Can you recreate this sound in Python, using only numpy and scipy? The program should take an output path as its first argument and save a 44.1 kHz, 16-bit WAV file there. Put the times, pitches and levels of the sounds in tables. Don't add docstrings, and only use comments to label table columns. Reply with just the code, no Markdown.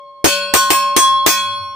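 import sys
import numpy as np
from scipy import signal
from scipy.fft import rfft, irfft
from scipy.io import wavfile
from scipy.ndimage import map_coordinates

SR = 44100
rng = np.random.default_rng(int(sys.argv[2]) if len(sys.argv) > 2 else 0)


def transcribe(u):
    v = np.clip(np.atleast_2d(u).T, -1, 1)
    q = np.round(v * 32767).astype(np.int16)
    wavfile.write(sys.argv[1], SR, q)


N = 77175
TIME = np.arange(N) / SR
DIFFUSE_HZ = 4880


def amp(db):
    return 10 ** (np.asarray(db) / 20)


def at_pitch(points, hz):
    pitches, values = np.transpose(points)
    return np.interp(np.log(hz + 1), np.log(pitches + 1), values)


def tone(hz, phases):
    return np.sin(2 * np.pi * hz * TIME + np.asarray(phases)[:, None])


def wander(points, rate_hz):
    coarse = np.arange(0, N + 128, 128)
    curve = map_coordinates(points, [coarse / SR * rate_hz], order=3, mode="mirror")
    return np.interp(np.arange(N), coarse, curve)


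def noise(db_of_hz, alike):
    colour = amp(db_of_hz(np.fft.rfftfreq(N, 1 / SR)))
    left, other = irfft(rfft(rng.standard_normal((2, N))) * colour, N)
    pair = np.array([left, alike * left + np.sqrt(1 - alike ** 2) * other])
    return pair / pair.std()


# (time [s], ring level [dB], place [0 hub, 1 rim],
# energy surviving the contact [share], shimmer level [dB], contact [s], clack level [dB], thud level [dB])
BLOWS = [(-1.035, 1.5, 0.718, 1, -16, .01, -34, -33), (.243, 2.1, 0.055, .9, -0.5, 0.024, 0, 6),
         (.5378, -1, 0.98, 0.23, 0, 0.019, -0.5, 0), (.7038, -4.5, 0.7024, 0.6, -3, 0.011, 0.5, -1.5),
         (.9642, -0.5, .928, 0.39, -3.5, 0.016, -4.5, -3.5), (1.263, -1.5, 0.33, 0.54, -1, 0.013, 3, 2)]
BLOW_S, RING_DB, PLACE, SURVIVES, SHIMMER_DB, CONTACT_S, CLACK_DB, THUD_DB = np.transpose(BLOWS)


def ring(gains, t60, bloom_s=0):
    envelope, energy = np.zeros(N), 0
    ends = [*BLOW_S[1:], N / SR]
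    for start, end, survives, gain in zip(BLOW_S, ends, SURVIVES, gains):
        energy *= survives
        span = np.arange(max(round(start * SR), 0), round(end * SR))
        age = span / SR - start
        fresh = gain * (1 - np.exp(-age / bloom_s)) if bloom_s > 0 else gain
        envelope[span] = np.sqrt(energy + fresh ** 2) * amp(-60 * age / t60)
        energy = (energy + gain ** 2) * amp(-60 * (end - start) / t60) ** 2
    return envelope


# (pitch [Hz], level [dB], t60 [s], shape from hub to rim [half waves],
# offset of that shape [half waves], left minus right microphone [dB])
BLADE_MODES = [(570.5, -22, 3.24, 1.77, 0.827, 2.5), (818, -26, 0.48, 3.39, 0.3, -2),
               (1070.4, -4.5, 2.14, 4.13, 0.24, 0), (1407.0, -33.5, 1.1, 4.53, 0.29, -4.5),
               (1488.7, -12.0, 1.007, 4.8, 0.081, 2.5), (1648.0, -18, 0.53, 0.98, 0.38, 2.5),
               (1875, -15.5, 0.41, 4.28, 0.37, -0.5), (2202, -39, 2.84, 1.1, 0.35, 4.5),
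               (2256, -20, 0.58, 0.92, 0.61, 4), (2434.0, -12, 0.29, 4.26, 0.45, -4),
               (2510, -18, 0.82, 0.83, 0.72, 1.0), (2562.4, -6, 0.4, 1.277, 0.3, 3),
               (2671, -21.5, 1.02, 1.65, 0.93, 6.5), (2960, -36, 2.6, 4.69, 0.14, 4),
               (3007.0, -22.5, 0.44, 3.55, 0.23, -1), (3073, -17, 0.55, 5.05, 0.8, -5),
               (3253.0, -27.5, 1.06, 4.33, 0.79, 7), (3277.0, -18.5, 1.79, 3.204, 0.45, -0.5),
               (3343, -11.5, 1.53, 3.216, 0.28, -1.0), (3385, -21, 0.45, 1.2, 0.56, 6),
               (3456, -20, 0.58, 4.36, 0.39, -3), (3600, -19.7, 0.36, 1.04, 0.62, -5),
               (3640, -17.5, 0.37, 5.6, 0.41, -5), (4083, -20.5, 0.75, 1.19, 0.61, 1),
               (4296, -19, 1.53, 2.15, 0.58, 2), (4482.0, -14, 0.48, 5.07, 0.94, 1),
               (4620, -23, 0.85, 0.31, 0.25, 5), (4966, -18, 0.55, 2.4, 0.15, 0.5),
               (5060, -22, 0.36, 3.9, 0.42, -1.5), (5100, -36.7, 1.49, 1.01, 0.31, -1.0),
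               (5410, -12, 0.3, 4.51, 0.2, 8.5), (5416.0, -10.4, 0.53, 3.197, 0.42, 3.5),
               (5505, -8, 0.28, 6.02, 0.23, 1.0), (5600, -34.5, 1.85, 4.57, 0.27, 1),
               (5970, -10.5, 0.29, 4.39, 0.32, -1), (6088.0, -8.5, 0.29, 1.46, 0.48, 2.5),
               (6474, -6, 0.24, 3.84, 0.7, -0.5), (6700, -16.5, 0.44, 4.56, 0.25, 3),
               (6860, -13.4, 0.27, 2.33, 0.16, -7), (6940, -13, 0.35, 2.08, 0.59, -1),
               (7070, -11, 0.27, 4.7, 0.23, 0.0), (7300, -13.5, 0.29, 3.59, 0.27, -3),
               (7548.0, -15.6, 0.17, 2.05, 0.66, 6), (7770, -17, 0.56, 4.73, 0.098, 1.5),
               (8200, -4, 0.2, 0.72, 0.33, 2.5), (8270, -12.5, 0.29, 4.02, 0.29, 1.5),
               (8500, -4.5, 0.19, 3.16, 0.23, -3), (9100, -26.5, 0.62, 2.49, 0.4, 5),
               (9140, -12, 0.21, 3.51, 0.35, 6), (9300, -15.5, 0.2, 1.2, 0.87, 7),
               (9400, -22, 0.38, 4.15, 0.4, 5), (9570, -39, 1.1, 3.53, 1.0, 5.5),
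               (11170, -37.5, 1.2, 4.51, 0.27, 10), (12596.0, -5, 0.16, 1.24, 0.41, 5.0),
               (13500, -18, 0.3, 4.51, 0.42, 3.5), (13849.0, -13.5, 0.24, 4.75, 0.15, 1.5),
               (14757.0, 0, 0.18, 1.09, 0.44, 4), (14897.0, -24, 0.21, 4.16, 0.51, 1)]


def blade_ring():
    node_leak = 0.0046
    spread_rad = 1.57
    echo_db, flicker_hz = -6, 29.95
    sway_db, sway_hz = 2.4, 7.2
    beat_hz, beat_depth, beat_peak_s = 3.24, 0.2, 0.011
    out = np.zeros((2, N))
    chances = rng.random((len(BLADE_MODES), 2))
    drifts = rng.standard_normal((len(BLADE_MODES), 5, 40))
    for (hz, db, t60, waves, offset, pan_db), (side, phase), drift in zip(BLADE_MODES, chances, drifts):
        diffuse = min(hz / DIFFUSE_HZ, 1)
        apart = spread_rad * diffuse * np.sign(side - 0.5)
        direct = tone(hz, 2 * np.pi * phase + np.array([0, apart]))
        sine, cosine = tone(hz, [0, np.pi / 2])
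        echo = np.array([wander(a, flicker_hz) * sine + wander(b, flicker_hz) * cosine
                         for a, b in (drift[:2], drift[2:4])])
        shape = np.sqrt(np.cos(np.pi * (waves * PLACE + offset)) ** 2 + node_leak)
        envelope = ring(amp(db + RING_DB) * shape, t60, bloom_s=0.0074)
        envelope *= amp(sway_db * diffuse * wander(drift[4], sway_hz))
        if hz == BLADE_MODES[0][0]:
            envelope *= 1 + beat_depth * np.cos(2 * np.pi * beat_hz * (TIME - beat_peak_s))
        pan = amp([[pan_db / 2], [-pan_db / 2]])
        out += pan * envelope * (direct + amp(echo_db) * diffuse * echo)
    return out


# (pitch [Hz], level [dB], t60 [s])
FLEX_MODES = [(193.5, -39, 1.39), (370, -57, 5.7)]


def blade_flex():
    force = amp(THUD_DB / 2)
    return sum(ring(amp(db) * force, t60) * tone(hz, 2 * np.pi * rng.random(2))
               for hz, db, t60 in FLEX_MODES)


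# (time [s], level [dB])
HUM_LEVELS = [(0.2, -86), (.35, -59), (.6, -57), (.88, -67), (1.15, -48.5), (1.4, -58), (1.55, -40),
              (1.75, -44.5)]
# (frequency [Hz], relative level [dB])
AIR_COLOUR = [(25, -26), (100, -10.5), (400, -11.5), (1500, -26), (6000, -34), (15000, -45)]


def room_tone(hum_hz=101.4, hum_width_hz=14, air_db=-64.5):
    hum = noise(lambda hz: -20 * np.log10(1 + ((hz - hum_hz) / hum_width_hz * 2) ** 2), alike=0.88)
    air = noise(lambda hz: at_pitch(AIR_COLOUR, hz), alike=0.61)
    hum_db = np.interp(TIME, *np.transpose(HUM_LEVELS))
    return amp(hum_db) * hum + amp(air_db) * air


def contact(colour, levels_db, hold_share, t60, alike, room_db):
    rise_s, room_t60, ragged_db = 0.0011, 0.91, 5.5
    grid_hz = np.linspace(0, SR / 2, 170)
    out = np.zeros((2, N))
    peaks_by_blow = rng.standard_normal((len(BLOWS), len(grid_hz)))
    for start, contact_s, db, peaks in zip(BLOW_S, CONTACT_S, levels_db, peaks_by_blow):
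        age = np.maximum(TIME - start, 0)
        rise = np.minimum(age / rise_s, 1)
        burst = amp(-60 * np.maximum(age - hold_share * contact_s, 0) / t60)
        tail = amp(room_db - 60 * age / room_t60)
        ripple_db = ragged_db * np.minimum(grid_hz / DIFFUSE_HZ, 1) * np.clip(peaks, -2, 2)
        clash = noise(lambda hz: at_pitch(colour, hz) + np.interp(hz, grid_hz, ripple_db), alike)
        out += amp(db) * rise * (burst + tail) * clash
    return out


# (frequency [Hz], relative level [dB])
CLACK_COLOUR = [(100, -32), (400, -10), (800, 0.5), (1500, -5), (3000, -4.5), (6000, -9), (9000, -8.5),
                (11000, -18.5), (15000, -8)]


def clack():
    return contact(CLACK_COLOUR, CLACK_DB + 0.5, hold_share=0.76, t60=0.11, alike=0.11, room_db=-40.5)


# (frequency [Hz], relative level [dB])
THUD_COLOUR = [(25, -42), (70, -8.5), (120, -7), (200, -16), (320, 2), (450, -3.5), (800, -12.5),
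               (1600, -12), (5000, -45)]


def thud():
    return contact(THUD_COLOUR, THUD_DB - 6, hold_share=0.99, t60=0.066, alike=0.12, room_db=-49)


# (pitch [Hz], level [dB], t60 [s])
KNOCK_MODES = [(318.8, -9, 0.11), (368.1, -12.5, 0.086)]


def knock():
    return sum(ring(amp(db + THUD_DB), t60) * tone(hz, 2 * np.pi * rng.random(2))
               for hz, db, t60 in KNOCK_MODES)


# (pitch [Hz], level of each [dB])
SHIMMER_LEVELS = [(1500, -37.5), (3000, -36), (5000, -28), (6500, -28.5), (8500, -28.5), (10500, -29.5),
                  (15500, -29.5)]
# (pitch [Hz], t60 [s])
SHIMMER_DECAYS = [(1500, 0.69), (5000, 0.38), (9000, 0.33), (15500, 0.25)]


def shimmer(count=110, scatter_db=6, t60_scatter=0.19):
    out = np.zeros((2, N))
    low_hz, high_hz = SHIMMER_LEVELS[0][0], SHIMMER_LEVELS[-1][0]
    pitches = low_hz + (high_hz - low_hz) * (np.arange(count) + rng.random(count)) / count
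    phases = 2 * np.pi * rng.random((count, 2))
    scatters = rng.uniform(-0.97, 1, (count, len(BLOWS) + 1))
    for hz, phase_pair, scatter in zip(pitches, phases, scatters):
        gains = amp(at_pitch(SHIMMER_LEVELS, hz) + SHIMMER_DB + scatter_db * scatter[1:])
        t60 = at_pitch(SHIMMER_DECAYS, hz) * np.exp(t60_scatter * scatter[0])
        out += ring(gains, t60) * tone(hz, phase_pair)
    return out


def scene():
    contacts = clack() + thud()
    modes = blade_ring() + blade_flex() + knock()
    lean_left = amp([[0.4], [-0.4]])
    return modes + lean_left * (contacts + shimmer()) + room_tone()


def record(dry):
    limit_db, sense_s, attack_s, release_s = -7, 0.0028, 0.0003, 0.027
    ceiling, edge_hz = 0.9, 15550
    sense, attack = np.exp(-1 / (SR * np.array([sense_s, attack_s])))
    power = signal.lfilter([1 - sense], [1, -sense], (dry ** 2).mean(0))
    over_db = np.maximum(10 * np.log10(power + 1e-12) - limit_db, 1e-6)
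    fall = TIME / release_s
    cut_db = np.exp(np.maximum.accumulate(np.log(over_db) + fall) - fall)
    limited = dry * amp(-signal.lfilter([1 - attack], [1, -attack], cut_db))
    clipped = limited / (1 + (limited / ceiling) ** 8) ** (1 / 8)
    lowpass = signal.firwin(511, edge_hz, window=("kaiser", 7), fs=SR)
    return signal.oaconvolve(clipped, lowpass[None], "same")


dry = scene()
out = record(dry)
transcribe(out)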